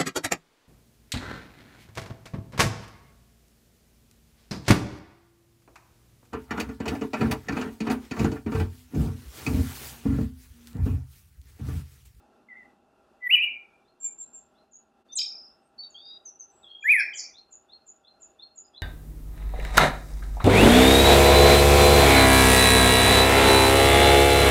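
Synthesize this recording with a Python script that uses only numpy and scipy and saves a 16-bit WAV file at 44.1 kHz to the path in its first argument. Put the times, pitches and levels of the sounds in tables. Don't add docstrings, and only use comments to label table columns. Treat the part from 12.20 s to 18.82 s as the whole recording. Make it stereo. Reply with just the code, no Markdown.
import sys
import numpy as np
from scipy import signal
from scipy.fft import rfft, irfft
from scipy.io import wavfile
from scipy.ndimage import uniform_filter1d

SR = 44100
rng = np.random.default_rng(int(sys.argv[2]) if len(sys.argv) > 2 else 0)


def unload_wav(signal):
    wavfile.write(
        sys.argv[1],
        SR,
        np.round(np.clip(np.atleast_2d(signal).T, -1, 1) * 32767).astype(np.int16),
    )


N = 291942


def gain_of(db):
    return 10 ** (np.asarray(db) / 20)


def evened(x):
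    return x / np.sqrt(np.mean(x ** 2) + 1e-20)


def read(points, hz):
    table_hz, value = np.transpose(points)
    return np.interp(np.log(hz + 1), np.log(table_hz + 1), value)


def add(mix, start_s, sound):
    part = mix[round(start_s * SR):][:len(sound)]
    part += sound[:len(part)]


def wander(length, ms):
    span = max(round(ms * SR / 1000), 2)
    smooth = uniform_filter1d(rng.standard_normal(length), span)
    return evened(uniform_filter1d(smooth, span))


# (pitch_hz, width_hz, relative_db)
HUM_RESONANCES = [(59.07, 16, -3.5), (129.4, 35, -11.5), (367.06, 87, -2.5), (637.9, 62, -2),
                  (796.4, 61, 1), (1361, 79, -7), (2683.6, 270, -17.5), (3550, 100, -23)]
# (time_s, relative_db)
LOW_HUM_LEVEL = [(0, 0.5), (.5, 5.5), (.9, -3), (3.3, 0.5), (4.0, -7), (6.62, -5.5)]
LOW_HUM_HZ, LOW_HUM_WIDTH_HZ = 237.1, 72


def hum_power(hz, time_s):
    low_db = np.interp(time_s, *np.transpose(LOW_HUM_LEVEL))
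    resonances = HUM_RESONANCES + [(LOW_HUM_HZ, LOW_HUM_WIDTH_HZ, low_db)]
    return sum(gain_of(2 * db) / (1 + (2 * (hz - centre_hz) / width_hz) ** 2) ** 2
               for centre_hz, width_hz, db in resonances)


# (pitch_hz, relative_db)
HISS_COLOUR = [(20, -31.5), (50, -16.5), (120, -13.5), (250, -9.5), (500, -4.5), (900, -8), (1500, -11.5),
               (2200, -25.5), (3100, -23), (6000, -28), (13200, -36), (14000, -53.5), (15700, -54)]
# (pitch_hz, side_db)
STEREO_WIDTH = [(100, -38.5), (400, -46), (2500, -32), (5000, -24), (10000, -22), (14000, -21.5)]
# (time_s, level_db)
BACKGROUND_LEVEL = [(0.0, -65), (4.6, -65.5), (4.85, -61.5), (5.2, -65), (6.62, -66.5)]
# (centre_s, half_length_s, change_db)
BACKGROUND_DIPS = [(2.53, 0.068, -5), (2.84, 0.0134, -13)]
SWELL_DB, SWELL_MS = 1.3768, 120


def background():
    frames, hz = N // 512 + 5, np.fft.rfftfreq(2048, 1 / SR)[:, None]
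    a, b, c, d, patches = rng.standard_normal((frames, 1025, 5)).T
    patches = evened(uniform_filter1d(uniform_filter1d(patches, 14, 0), 8, 1))
    hiss = gain_of(2 * read(HISS_COLOUR, hz) - 8.0)
    power = hiss + hum_power(hz, np.arange(frames) * 512 / SR)
    colour = np.sqrt(power) * gain_of(0.54 * patches)
    side_noise = (c + 1j * d) * gain_of(read(STEREO_WIDTH, hz))
    z = np.array([a + 1j * b, side_noise]) * colour
    mid, side = signal.istft(z, nperseg=2048, noverlap=1536)[1][:, :N]
    t = np.arange(N) / SR
    level_db = np.interp(t, *np.transpose(BACKGROUND_LEVEL)) + SWELL_DB * wander(N, SWELL_MS)
    for centre_s, half_s, change_db in BACKGROUND_DIPS:
        level_db = level_db + change_db * np.exp(-((t - centre_s) / half_s) ** 2)
    return gain_of(level_db) * evened(np.array([mid + side, mid - side]))


# (pitch_hz, time_s)
ECHO_TIMES = [(1600, 0.36), (2000, 0.7), (2400, 0.7945), (2700, 0.32), (3000, 0.44), (3600, 0.53),
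              (4500, 0.53), (6000, 0.65), (7300, 0.42), (9000, 0.43), (12000, 0.15)]
# (pitch_hz, change_db)
ECHO_COLOUR = [(1500, 6), (2000, -4.5), (2400, -2), (2700, 2), (3000, 1), (4000, -2), (6000, -1),
               (9000, -0.5)]
# (delay_s, change_db)
THICKETS = [(.03, 2.5), (.058, -5.5), (.105, 2.5), (.16, -2)]


def echoes(x, delay_s, quicker, thinning_db, patchy_db):
    taps = np.zeros((2, SR))
    at = np.arange(round(delay_s * SR), SR - 80, 60)
    at = at + rng.integers(0, 60, (2, len(at)))
    np.put_along_axis(taps, at, rng.standard_normal(at.shape), 1)
    hz, t, z = signal.stft(taps, SR, nperseg=256)
    patches = rng.standard_normal(z.shape[1:])
    patches = evened(uniform_filter1d(uniform_filter1d(patches, size=3, axis=0), size=6, axis=1))
    fade = quicker * t / read(ECHO_TIMES, hz)[:, None]
    clumps_db = sum(db * np.exp(-((t - s) / 0.003) ** 2) for s, db in THICKETS)
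    thinning = np.minimum(thinning_db * fade ** 2, 200)
    db = -60 * fade - thinning + clumps_db + patchy_db * patches
    z = z * gain_of(db + read(ECHO_COLOUR, hz)[:, None])
    z[1] *= gain_of(read(STEREO_WIDTH, hz) + 3.5)[:, None]
    mid, side = signal.istft(z, SR, nperseg=256)[1]
    left_right = np.array([mid + side, mid - side]) / np.linalg.norm(mid)
    return signal.fftconvolve(x[None], left_right, axes=1)[:, :N]


OCTAVE_HZ, OCTAVE_WIDTH_HZ, OCTAVE_DB = 4900, 197, -42


def whistle(hz, db, waver, flutter_db, octave=False):
    turns = 2 * np.pi * np.cumsum(hz * (1 + waver * wander(len(hz), 2.56))) / SR
    tone = np.sin(turns)
    if octave:
        resonance = 1 / (1 + (2 * (2 * hz - OCTAVE_HZ) / OCTAVE_WIDTH_HZ) ** 4)
        tone = tone + gain_of(OCTAVE_DB) * np.sin(2 * turns) * resonance
    strength = gain_of(db + flutter_db * wander(len(hz), 3.5))
    soft_ends = signal.windows.tukey(len(hz), min(1, .012 * SR / len(hz)))
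    return np.sqrt(2) * strength * tone * soft_ends


def notes(tables, waver, flutter_db, octave=False):
    out = np.zeros(N)
    for rows in tables:
        s, hz, db = np.transpose(rows)
        t = np.arange(s[0], s[-1], 1 / SR)
        hz = uniform_filter1d(np.interp(t, s, hz), size=130)
        db = uniform_filter1d(np.interp(t, s, db), size=130)
        add(out, s[0], whistle(hz, db, waver, flutter_db, octave))
    return out


EDGE_CURVE = 1.7


def shaped(rows, swell_db, fade_db):
    u, tables = np.linspace(0, 1, num=25), []
    for start_s, length_s, place, first_hz, peak_hz, last_hz, peak_db in rows:
        place = np.clip(place, .05, .95)
        rise = np.maximum(1 - u / place, 0)
        fall = np.maximum((u - place) / (1 - place), 0)
        db = peak_db - swell_db * rise ** EDGE_CURVE - fade_db * fall ** EDGE_CURVE
        hz = np.interp(u, [0, place, 1], [first_hz, peak_hz, last_hz])
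        tables.append(np.transpose([start_s + length_s * u, hz, db]))
    return tables


def warble(rows, per_s, start, narrow, dip_db, slide_db, flutter_db, slowing=0):
    s, *columns = np.transpose(rows)
    t = np.arange(s[0], s[-1], 1 / SR)
    top_hz, dip_hz, db = (np.interp(t, s, c) for c in columns)
    since = t - s[0]
    cycles = start + since * per_s - slowing * since ** 2 / 2
    dip = abs(np.cos(np.pi * cycles)) ** narrow
    level_db = db + dip_db * dip - slide_db * dip * (1 - dip)
    out = np.zeros(N)
    add(out, s[0], whistle(top_hz - dip_hz * dip, level_db, .004, flutter_db))
    return out


# (start_s, length_s, peak_place 0-1, first_hz, peak_hz, last_hz, peak_db)
DISTANT_NOTES = [(.283, 0.0837, .3, 2130, 2000, 1937, -47.5), (.35, 0.0973, .35, 2100, 2054, 1928, -50.5),
                 (1.832, 0.0708, 0.233, 2482, 2393, 2300, -63), (3.41, 0.096, .5, 8090, 8520, 8520, -81),
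                 (3.578, 0.1, 0.22, 4466, 4472, 4553, -43), (3.7, 0.23, 0.41, 4504, 4560, 4600, -57),
                 (3.625, 0.045, 0.33, 3724, 3840, 3645, -55.5),
                 (3.698, 0.0196, 0.44, 7000, 6930, 6950, -54), (3.718, 0.0244, .3, 6550, 6516, 6430, -58.5),
                 (3.742, 0.0517, 0.41, 3259, 3230, 3610, -46), (3.785, 0.196, 0.64, 3585, 3783, 3820, -48),
                 (3.81, 0.173, 0.3, 4690, 4830, 4830, -54.5), (4.048, 0.063, .45, 6540, 6076, 5790, -44),
                 (4.19, 0.0488, 0.33, 6470, 6290, 5870, -42.5), (4.305, 0.16, .3, 7600, 7730, 7730, -68.5),
                 (4.428, 0.034, .55, 3900, 3403, 3363, -49), (4.45, 0.187, .45, 3284, 3251, 3297, -48),
                 (6.435, .065, 0.281, 5004, 5015, 4950, -67)]


def distant_notes():
    return notes(shaped(DISTANT_NOTES, swell_db=15, fade_db=9.84), 0.0035, 3.3)


def repeats(shape, times):
    return [[(s + at, hz * pitch, db + level) for s, hz, db in shape] for at, level, pitch in times]


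# (from_start_s, pitch_hz, relative_db)
RISING_SHAPE = [(0, 3451, -24.5), (.016, 3578.5, -2.5), (.03, 3849.5, -11), (.047, 4268, 0.5),
                (.095, 4240.5, -12)]
FALLING_SHAPE = [(0, 6930, -32.5), (.014, 7273, -9), (.023, 7476, -4), (.031, 6711, 1), (.055, 7150, -1.5),
                 (.075, 7089, -18)]
# (start_s, level_db, pitch_factor)
RISING_TIMES = [(1.641, -73, 0.992), (1.99, -75, 0.957), (2.34, -70.5, 0.97), (4.45, -66.5, 0.998),
                (5.135, -50, 0.99), (5.484, -53.5, 1), (5.835, -58, 0.974), (6.184, -50, 1.0),
                (6.531, -51, 0.956)]
FALLING_TIMES = [(2.157, -74.5, 0.973), (2.506, -54.5, 0.963), (5.3, -51, 0.991), (5.655, -53.5, 0.9978),
                 (5.997, -51.5, 1.0), (6.348, -49, 0.9965)]


def two_call_bird():
    calls = repeats(RISING_SHAPE, RISING_TIMES) + repeats(FALLING_SHAPE, FALLING_TIMES)
    return notes(calls, .004, 3.5)


# (pitch_hz, relative_db)
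SPRAY_COLOUR = [(100, -12), (1000, -6), (3500, 8.5), (5000, -16.5), (9000, -23), (13000, -27)]


def spray(x):
    hz = np.fft.rfftfreq(N, 1 / SR)
    noise = rfft(rng.standard_normal(N))
    hiss = evened(irfft(noise * gain_of(read(SPRAY_COLOUR, hz)), N))
    return gain_of(-32.0) * hiss * abs(uniform_filter1d(x ** 2, size=500)) ** 0.66


# (start_s, length_s, peak_place 0-1, first_hz, peak_hz, last_hz, peak_db)
SQUEAK_NOTES = [(1.06, 0.0673, .7, 11750, 11360, 11420, -54), (1.112, 0.0705, .3, 11430, 11390, 11560, -54),
                (1.042, .032, 0.4894, 13900, 13900, 13850, -71),
                (1.218, 0.044, 0.25, 10800, 11160, 11290, -61),
                (2.965, 0.0426, 0.5152, 11550, 11490, 11460, -59.5),
                (2.965, 0.03108, 0.94, 14000, 13900, 13900, -67.5),
                (2.97, 0.02977, .4, 12400, 12900, 12400, -57.5),
                (2.985, .025, .4, 11400, 10550, 9700, -64.5),
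                (4.64, .062, 0.57, 11500, 11500, 12400, -55.5),
                (4.705, 0.0853, 0.5, 10650, 11460, 11600, -54.5),
                (4.65, 0.0754, .55, 10000, 9830, 9700, -60), (4.705, 0.0351, .6, 9700, 10110, 10200, -44),
                (4.733, .04, .6, 10900, 9926, 9800, -44), (4.775, 0.041, .45, 10300, 10090, 9900, -45),
                (4.655, .05, .6, 10420, 10700, 10600, -59.5),
                (4.665, 0.0276, 0.49, 12400, 12500, 12010, -64),
                (4.695, 0.064, .25, 12000, 12070, 12590, -50)]


def squeaks():
    return notes(shaped(SQUEAK_NOTES, swell_db=18, fade_db=18), 0.015, 3.3)


# (time_s, top_hz, dip_depth_hz, level_db at the top)
BUZZ_CURVE = [(4.934, 7700, 100, -64), (4.975, 7500, 1800, -41), (4.998, 7150, 2700, -41),
              (5.012, 6400, 1800, -52)]


def buzz():
    return warble(BUZZ_CURVE, per_s=110, start=.41, narrow=1.5, dip_db=4.0, slide_db=4.0, flutter_db=3.0)


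# (time_s, top_hz, dip_depth_hz, level_db at the top)
STUTTER_CURVE = [(4.778, 5620, 102, -60.5), (4.81, 5361, 1159, -39), (4.85, 5293, 600, -57)]


def stutter():
    return warble(STUTTER_CURVE, per_s=66, start=.8, narrow=5.1, dip_db=-6.5, slide_db=4.0, flutter_db=5.6)


TRILL_SLOWING = 30
# (top_hz, starting_level_db, length_s)
CHATTER_PIPS = [(2769.3, -54.5, 0.077), (3393, -51, 0.1043), (4063, -52, 0.11), (4506, -56, 0.12)]
CHATTER_START_S, CHATTER_FADE_DB, CHATTER_DIP_HZ = 2.984, 20.5, 360.8


def chatter():
    out = np.zeros(N)
    for hz, db, length_s in CHATTER_PIPS:
        rows = [(CHATTER_START_S, hz, CHATTER_DIP_HZ, db),
                (CHATTER_START_S + length_s, hz, CHATTER_DIP_HZ, db - CHATTER_FADE_DB)]
        out += warble(rows, per_s=41, start=.7, narrow=2.1, dip_db=12.83, slide_db=1.5,
                      flutter_db=6.08, slowing=TRILL_SLOWING)
    return out


# (time_s, top_hz, dip_depth_hz, level_db at the top)
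TRILL_CURVE = [(2.991, 5376, 646.2, -26.5), (3.1, 5384, 549.5, -39), (3.29, 5378, 400, -55),
               (3.345, 5310, 385, -71.5)]


def trill():
    return warble(TRILL_CURVE, per_s=36.5, start=.9, narrow=1.8, dip_db=-2.0, slide_db=8.3,
                  flutter_db=1.8, slowing=TRILL_SLOWING)


# (start_s, length_s, peak_place 0-1, first_hz, peak_hz, last_hz, peak_db)
THIN_NOTES = [(1.798, 0.0469, 0.4, 7380, 7370, 7302, -44.5), (1.826, 0.0745, 0.27, 7420, 7382, 7214, -32),
              (1.978, 0.0695, 0.44, 7359, 7414, 7227, -38.5),
              (2.125, 0.0677, 0.39, 7305, 7419, 7278, -45.5), (2.875, .06, 0.36, 4570, 4560, 4600, -75),
              (2.885, .068, 0.65, 3560, 3620, 3550, -50), (2.918, 0.0295, 0.8, 5950, 6180, 5980, -41.5),
              (2.95, 0.0379, 0.63, 9100, 6750, 6136, -26.5), (2.983, 0.017, 0.4, 6200, 4998, 4750, -23),
              (2.97, 0.0237, 0.58, 3670, 4210, 3000, -29.5), (4.6, .085, 0.52, 6900, 7030, 7100, -58),
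              (4.695, .042, 0.3, 7140, 7400, 7260, -59), (4.745, .075, 0.5, 7940, 7980, 7900, -68.5),
              (4.775, .047, 0.54, 3280, 3320, 3100, -52), (4.928, 0.0212, 0.17, 3423, 3223, 2868, -42.5),
              (4.955, .017, 0.47, 3180, 3340, 3304, -50.5), (4.931, .018, 0.44, 5000, 4730, 4800, -52),
              (4.934, .013, 0.5, 5900, 6164, 6150, -50)]


def thin_notes():
    return notes(shaped(THIN_NOTES, swell_db=20, fade_db=12), .004, 2.5)


# (time_s, pitch_hz, level_db)
FLUTY_NOTES = [
    [(1.0, 1997, -78.5), (1.03, 1996, -37.5), (1.06, 1974, -30), (1.074, 1940, -24.5), (1.082, 1930, -34)],
    [(1.09, 1880, -29.5), (1.1, 2069, -26.5), (1.112, 2638, -19.5), (1.13, 2929, -16.5), (1.148, 2967, -13),
     (1.16, 2411, -23.5), (1.172, 2399, -24.5), (1.196, 2367, -24.5), (1.224, 2723, -25),
     (1.25, 2942, -21.5), (1.262, 2378, -36.5), (1.3, 2205, -41)],
    [(4.62, 2390, -67.5), (4.632, 2408, -34), (4.642, 2450, -56.5)],
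    [(4.638, 1614, -40), (4.656, 1746, -25.5), (4.68, 2087, -23), (4.7, 2370, -14), (4.718, 2557, -14),
     (4.745, 2102, -17), (4.776, 1779, -27.5), (4.815, 1595, -26)],
]


def fluty_notes():
    return notes(FLUTY_NOTES, .003, .9, octave=True)


def scene():
    calls = two_call_bird()
    far = distant_notes() + calls
    far_echoes = echoes(gain_of(-7.0) * far + 0.31 * calls, 0.0044, 1.85, 40, 3.93)

    high, buzzing, rattles = squeaks(), buzz(), chatter() + stutter()
    trilling, thin, fluty = trill(), thin_notes(), fluty_notes()
    thrush = fluty + thin + high + trilling + buzzing + rattles + spray(fluty)
    long_echoes = gain_of(-6.5) * echoes(fluty, 0.0044, 0.9488, 60, 3.0)
    sent = gain_of(-4.5) * thin + gain_of(-5.5) * high + gain_of(-6.5) * trilling
    sent = sent + gain_of(3.5) * buzzing + gain_of(-6) * rattles
    short_echoes = echoes(sent, 0.0027, 1.34, 60.03, 4.1)
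    return background() + far + far_echoes + thrush + long_echoes + short_echoes


EDGE_HZ = 15700


def record(dry):
    low_pass = signal.firwin(511, EDGE_HZ, window=("kaiser", 9), fs=SR)
    return signal.oaconvolve(dry, low_pass[None], "same")


dry = scene()
out = record(dry)
unload_wav(out)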